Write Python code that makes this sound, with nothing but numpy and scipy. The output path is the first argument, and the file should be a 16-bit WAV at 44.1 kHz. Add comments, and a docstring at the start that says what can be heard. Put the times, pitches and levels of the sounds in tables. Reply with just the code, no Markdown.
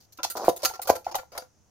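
"""Steel spoons and chopsticks clink as they are laid on a cloth-lined wooden tray and nudged into place.
Each clink is a run of quick bounces that rings the steel and the tray. Handles stick and slip over
the cloth; landing pieces knock dully, ring the tray and its bowls and thud the table.
Heard close by, in a small, quiet kitchen with a short tail."""
import sys
import numpy as np
from scipy import signal
from scipy.fft import rfft, irfft, next_fast_len
from scipy.io import wavfile

SR = 44100
rng = np.random.default_rng(int(sys.argv[2]) if len(sys.argv) > 2 else 0)


def store_wav(level_fs):
    """Save 16-bit WAV to argv[1]."""
    pcm = np.round(np.clip(np.atleast_2d(level_fs), -1, 1) * 32767)
    wavfile.write(sys.argv[1], SR, pcm.T.astype(np.int16))


N = 74970
T = np.arange(N) / SR
AGE_S = T[:16000]

# room tone spectrum: freq_hz, gain_db
AIR_EQ = [(20, -2), (45, -24), (70, 8), (130, 0.5), (300, -8), (800, -12), (2000, -22), (4000, -26),
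          (6400, -11.5), (7600, -26.5), (15000, -33.5)]
# tray and bowl modes: freq_hz, level_db, t60_s
TRAY_MODES = [(345, -4, .1), (513, 1, .14), (581, -5, .09), (689, -3, .08), (752, 0, .1), (860, -4, .08),
              (1000, -4, .08), (1160, -12, .07), (1373, -11, .085)]
# tray body spectrum: freq_hz, gain_db
BODY_EQ = [(35, -22), (80, -10), (170, -18.5), (290, -7.5), (500, -6), (780, -3.5), (1050, 0),
           (1400, -29.5), (2000, -30), (3000, -39), (6000, -59.5)]
# drag envelope: time_s, level_db
DRAG_ENVELOPE = [(.352, -87), (.358, -33.5), (.39, -38.5), (.42, -36), (.442, -35), (.465, -46.5),
                 (.482, -44.5), (.50, -47)]
# jolts of slipping handles: start_s, level_db
DRAG_JOLTS = [(0.3536, -21.5), (0.3728, -34), (0.386, -32.5), (.398, -21), (.408, -23), (0.4184, -24),
              (0.434, -23.5), (.443, -16), (.4535, -26), (.4595, -24)]
# knocks on the tray: start_s, level_db, pitch_hz, half_rise_cycles
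TRAY_KNOCKS = [(.2475, -20.5, 790, 0.99), (.4812, 0, 604, 0.47), (.4865, -8, 480, 0.39),
               (.4925, -9, 486, 0.41), (.7085, -30.5, 870, 1.8), (.7925, -25.5, 761, 1.46),
               (.8918, -11.5, 752, 1.1), (0.9002, 0.5, 625, 0.33), (.9042, -15.5, 549, 0.51),
               (.9345, -28.5, 574, 1.2), (1.0652, -17.5, 764, 1.29), (1.1515, -18.5, 816, 1.6),
               (1.2325, -36, 800, 0.55), (1.385, -28.5, 747, 0.92)]
# free steel modes: freq_hz, level_db, t60_s
STEEL_MODES = [(2925, 1, .13), (3682, -3, .11), (4237, -3, .09), (4565, -2, .13), (4687, 2, .13),
               (4985, -1, .09), (5503, -3, .15), (5959, -1, .14), (6580, 2, .12), (7043, 0, .15),
               (9674, 0, .14), (10548, 0, .14), (10989, 1, .14), (12406, 3, .13)]
# wood clack spectrum: freq_hz, gain_db
CLACK_EQ = [(500, -25.5), (1000, -7.5), (1380, 6), (1650, -5.5), (2000, -6), (2600, -11), (3600, -23),
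            (7000, -47)]
# steel ring spectrum: freq_hz, gain_db
RING_EQ = [(700, -46), (1600, -14), (2500, -10.5), (3400, -8), (4700, 2.5), (6600, 1), (7600, -28.5),
           (11000, -49.5)]
# steel sparkle spectrum: freq_hz, gain_db
SPARKLE_EQ = [(4500, -20), (6800, -8.5), (8000, -7.5), (10000, -4.5), (12500, -6), (14000, 1.5),
              (15800, -13.5), (17000, -23)]
# cutlery clinks: start_s, chatter_s, body_db, clack_db, ring_db, sparkle_db
CUTLERY_CLINKS = [(.004, 0.071, -73.5, -78, -61, -66), (0.123, 0.016, -83, -78, -54.5, -54),
                  (0.174, 0.0076, -66, -71, -52.5, -54), (0.1868, 0.019, -39.5, -41, -56, -77),
                  (0.2313, 0.021, -35.5, -36, -25.5, -32.5), (0.3, 0.023, -52, -45, -41, -32),
                  (0.369, 0.012, -34.5, -37.5, -37, -37.5), (0.447, 0.047, -39, -40.5, -42, -41),
                  (0.488, 0.013, -38, -35, -34.5, -33), (0.5627, 0.016, -50, -55, -45.5, -38.5),
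                  (0.592, 0.036, -49.5, -59, -53, -60.5), (0.62, 0.0054, -46.5, -58, -44, -48),
                  (0.631, 0.015, -26.5, -38.5, -31.5, -35), (0.649, 0.014, -29.5, -26, -20.5, -21.5),
                  (0.693, 0.009, -36.5, -40.5, -46, -42), (.736, 0.026, -43, -42, -43.5, -52.5),
                  (0.7954, 0.0033, -39.5, -44.5, -55, -65), (.817, .018, -48.5, -46, -41, -34),
                  (0.853, 0.0078, -42, -58, -47, -76), (0.873, 0.019, -30, -35.5, -35, -32),
                  (.896, 0.013, -25.5, -28.5, -27.5, -29.5), (.953, 0.016, -32.5, -41.5, -41, -38),
                  (1.045, 0.016, -78, -60, -50.5, -58), (1.065, 0.036, -40, -46, -51.5, -57.5),
                  (1.113, 0.013, -37.5, -52, -43.5, -53), (1.1442, 0.0086, -28, -33, -38.5, -55.5),
                  (1.152, 0.013, -28.5, -44.5, -33, -30), (1.184, 0.019, -38, -39.5, -49.5, -67),
                  (1.319, 0.032, -47, -53, -53, -60.5), (1.350, 0.03, -39.5, -48, -54.5, -56.5),
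                  (1.377, 0.0077, -34, -36.5, -34.5, -36), (1.421, 0.0069, -45.5, -49.5, -55.5, -72)]

SIDE = np.array([[1], [-1]])  # left, right


def undb(db):
    """Decibels to gain."""
    return 10 ** (np.asarray(db) / 20)


def unit(x):
    """Scale to mean energy 1 per channel."""
    return x / np.sqrt(np.mean(np.sum(x ** 2, axis=-1)) + 1e-18)


def fade(t60_s):
    """Exponential decay, 60 dB down at t60_s."""
    return np.exp(-np.log(1000) * AGE_S / t60_s)


def add(out, start_s, x):
    """Mix x in at start_s."""
    i = max(int(start_s * SR), 0)
    out[..., i:i + x.shape[-1]] += x[..., :N - i]


def butter(x, order, cutoff_hz, kind):
    """Butterworth filter."""
    return signal.sosfilt(signal.butter(order, cutoff_hz, kind, fs=SR, output="sos"), x)


def colour(x, eq):
    """Minimum-phase filter through (freq_hz, gain_db) points."""
    size = 2 * next_fast_len(x.shape[-1])
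    hz, db = np.array(eq).T
    curve_db = np.interp(np.log(np.fft.rfftfreq(size, 1 / SR) + 1), np.log(hz), db)
    cepstrum = irfft(np.log(undb(curve_db)))
    cepstrum[1:size // 2] *= 2
    cepstrum[size // 2 + 1:] = 0
    return irfft(rfft(x, size) * np.exp(rfft(cepstrum)))[..., :x.shape[-1]]


def convolve(x, response):
    """Convolve, keeping the length of x."""
    return signal.fftconvolve(np.atleast_2d(x), np.atleast_2d(response), axes=1)[:, :x.shape[-1]]


def ring(modes, spread_db, samples=16000, wide_hz=1680):
    """Struck modes, reweighted per blow; left and right phases part more up to wide_hz."""
    hz, db, t60_s = np.array(modes).T
    gain, phase, lag = rng.standard_normal((len(hz), 3)).T
    phase_rad = np.pi * phase + SIDE * lag * np.minimum(hz / wide_hz, 1) ** 0.5
    weights = undb(db + spread_db * gain) * np.exp(1j * phase_rad)
    waves = np.exp(np.outer(2j * np.pi * hz - np.log(1000) / t60_s, AGE_S[:samples]))
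    return np.pad((weights @ waves).imag, ((0, 0), (0, len(AGE_S) - samples)))


def room_tone(rms_db=-64.5, side_db=-3.5):
    """Faint rumble and hiss."""
    mid, side = rng.standard_normal((2, N))
    return undb(rms_db) * np.sqrt(N) * unit(colour(mid + undb(side_db) * side * SIDE, AIR_EQ))


def kitchen(dry, split_hz=1200, delay_s=.007, side_db=-4.5):
    """Add a short room tail: narrow bass, wide treble."""
    mid, side, left, right = rng.standard_normal((4, len(AGE_S)))
    narrow = unit((mid + undb(side_db) * side * SIDE) * fade(t60_s=.21))
    wide = unit(np.array([left, right]) * fade(t60_s=.18))
    tail = undb(-13) * butter(narrow, 3, split_hz, "low") + undb(-8) * butter(wide, 3, split_hz, "high")
    onset = np.clip(AGE_S / delay_s - 1, 0, 1)
    return dry + convolve(dry, tail * onset)


def off_centre(x, lag_s=.0001):
    """Tray slightly to the right: the left channel lags."""
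    return np.array([np.roll(x[0], round(lag_s * SR)), x[1]])


def table_thud(pitch_hz=74.15, rise_s=.0054):
    """The table gives under the tray."""
    return np.sin(2 * np.pi * pitch_hz * AGE_S) * AGE_S / rise_s * np.exp(1 - AGE_S / rise_s)


def tray_body(wide_above_hz=1400, modes_db=-10):
    """Tray response to a hard contact: dry burst plus modes."""
    mid, side = rng.standard_normal((2, len(AGE_S)))
    side = butter(side, 3, wide_above_hz, "high") * undb(-0.5)
    burst = (mid + side * SIDE) * fade(t60_s=.016)
    return unit(burst) + undb(modes_db) * unit(ring(TRAY_MODES, spread_db=3))


def tray_blow(pitch_hz, half_rise_cycles, modes_db=-33, low_cut_hz=216):
    """Cushioned blow: the floor swings, nearby modes ring; the small tray radiates little bass."""
    rise = AGE_S * pitch_hz / half_rise_cycles / 2
    swing = -rise ** 3 * np.exp(3 - 3 * rise) * np.sin(2 * np.pi * pitch_hz * AGE_S)
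    modes = 0
    for hz, db, t60_s in TRAY_MODES:
        detuning = 2 * half_rise_cycles * (hz - pitch_hz) / pitch_hz
        modes += undb(db) * np.sin(2 * np.pi * hz * AGE_S) * fade(t60_s) / (1 + detuning ** 2)
    return butter(swing + undb(modes_db) * modes * np.minimum(rise, 1), 2, low_cut_hz, "high")


def drag(count=900, slip_gap_s=.0026, gap_scatter=.3, spread_db=.5):
    """Handles stick and slip on the weave: fine slips and jolts tap the tray, the steel hisses."""
    gap, size = rng.standard_normal((count, 2)).T
    when_s = np.cumsum(slip_gap_s * np.exp(gap_scatter * gap))
    slips = np.bincount((when_s * SR).astype(int), undb(spread_db * size), N)[:N]
    judder = unit(convolve(slips, tray_blow(pitch_hz=650, half_rise_cycles=.3)))
    rub = rng.standard_normal((2, N))
    hiss = undb(-11) * unit(colour(rub, RING_EQ)) + undb(-19.5) * unit(colour(rub, SPARKLE_EQ))
    envelope_db = np.interp(T, *np.array(DRAG_ENVELOPE).T, left=-200, right=-200)
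    out = (judder + hiss) * np.sqrt(N) * undb(envelope_db)
    jolt = tray_blow(pitch_hz=754, half_rise_cycles=.3)
    for start_s, level_db in DRAG_JOLTS:
        add(out, start_s, undb(level_db) * jolt)
    return out


def knocks(rattle_db=3.5, thud_db=-37.5, thud_delay_s=.0031):
    """Spoons land on the lined tray: blow, dry wood rattle, table thud."""
    out = np.zeros((2, N))
    for start_s, level_db, pitch_hz, half_rise_cycles in TRAY_KNOCKS:
        rattle = undb(rattle_db) * unit(colour(tray_body(), BODY_EQ))
        add(out, start_s, undb(level_db) * (tray_blow(pitch_hz, half_rise_cycles) + rattle))
        add(out, start_s + thud_delay_s, undb(level_db + thud_db) * table_thud())
    return out


def chatter(length_s, count=40, gap_s=.0013, bounce_db=-3, fade_db_per_s=126, spread_db=2.5):
    """First contact, then quick, uneven, weakening bounces."""
    when_s = (np.arange(count) + rng.uniform(-.45, .45, count)) * gap_s
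    force = undb(bounce_db - fade_db_per_s * when_s + spread_db * rng.standard_normal(count))
    force *= np.clip((length_s - when_s) / gap_s, 0, 1)
    when_s[0], force[0] = 0, 1
    return np.bincount((when_s * SR).astype(int), force, len(AGE_S))


def steel(contacts, damped_hz, drift_hz=25, damped_t60_s=.029, free_db=-3, grit_db=-.5):
    """Many hand-damped modes that shift with the grip, a few free ones, grit of rubbing edges."""
    shifted_hz = damped_hz + drift_hz * rng.standard_normal(len(damped_hz))
    damped = ring([(hz, 0, damped_t60_s) for hz in shifted_hz], spread_db=7.5, samples=2600)
    free = undb(free_db) * ring(STEEL_MODES, spread_db=3)
    grit_power = np.abs(convolve(contacts ** 2, fade(t60_s=.016) ** 2))
    grit = rng.standard_normal((2, len(AGE_S))) * np.sqrt(grit_power)
    return unit(convolve(contacts, damped + free)) + undb(grit_db) * unit(grit)


def clinks(mode_count=230, sparkle_right_db=2, thud_db=-22.5):
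    """Pieces chatter against each other, ringing the steel and the tray below."""
    out = np.zeros((2, N))
    damped_hz = np.linspace(1100, 16000, mode_count) + rng.uniform(-30, 30, mode_count)
    pan = undb(-SIDE * sparkle_right_db / 2)
    for start_s, chatter_s, body_db, clack_db, ring_db, sparkle_db in CUTLERY_CLINKS:
        contacts = chatter(chatter_s)
        metal = steel(contacts, damped_hz)
        wood = convolve(contacts, tray_body())
        clink = (undb(body_db) * unit(colour(wood, BODY_EQ))
                 + undb(clack_db) * unit(colour(wood, CLACK_EQ))
                 + undb(ring_db) * unit(colour(metal, RING_EQ))
                 + undb(sparkle_db) * unit(colour(metal, SPARKLE_EQ)) * pan)
        length_gain = np.sqrt((chatter_s + .012) * SR * .46)
        add(out, start_s, clink * length_gain)
        add(out, start_s, undb(body_db + thud_db) * table_thud())
    return out


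def scene():
    """Cutlery and tray in the kitchen."""
    return kitchen(off_centre(clinks() + knocks() + drag())) + room_tone()


def record(dry, cutoff_hz=15900):
    """Steep elliptic low-pass."""
    return signal.sosfilt(signal.ellip(10, .2, 80, cutoff_hz, fs=SR, output="sos"), dry)


dry = scene()
out = record(dry)
store_wav(out)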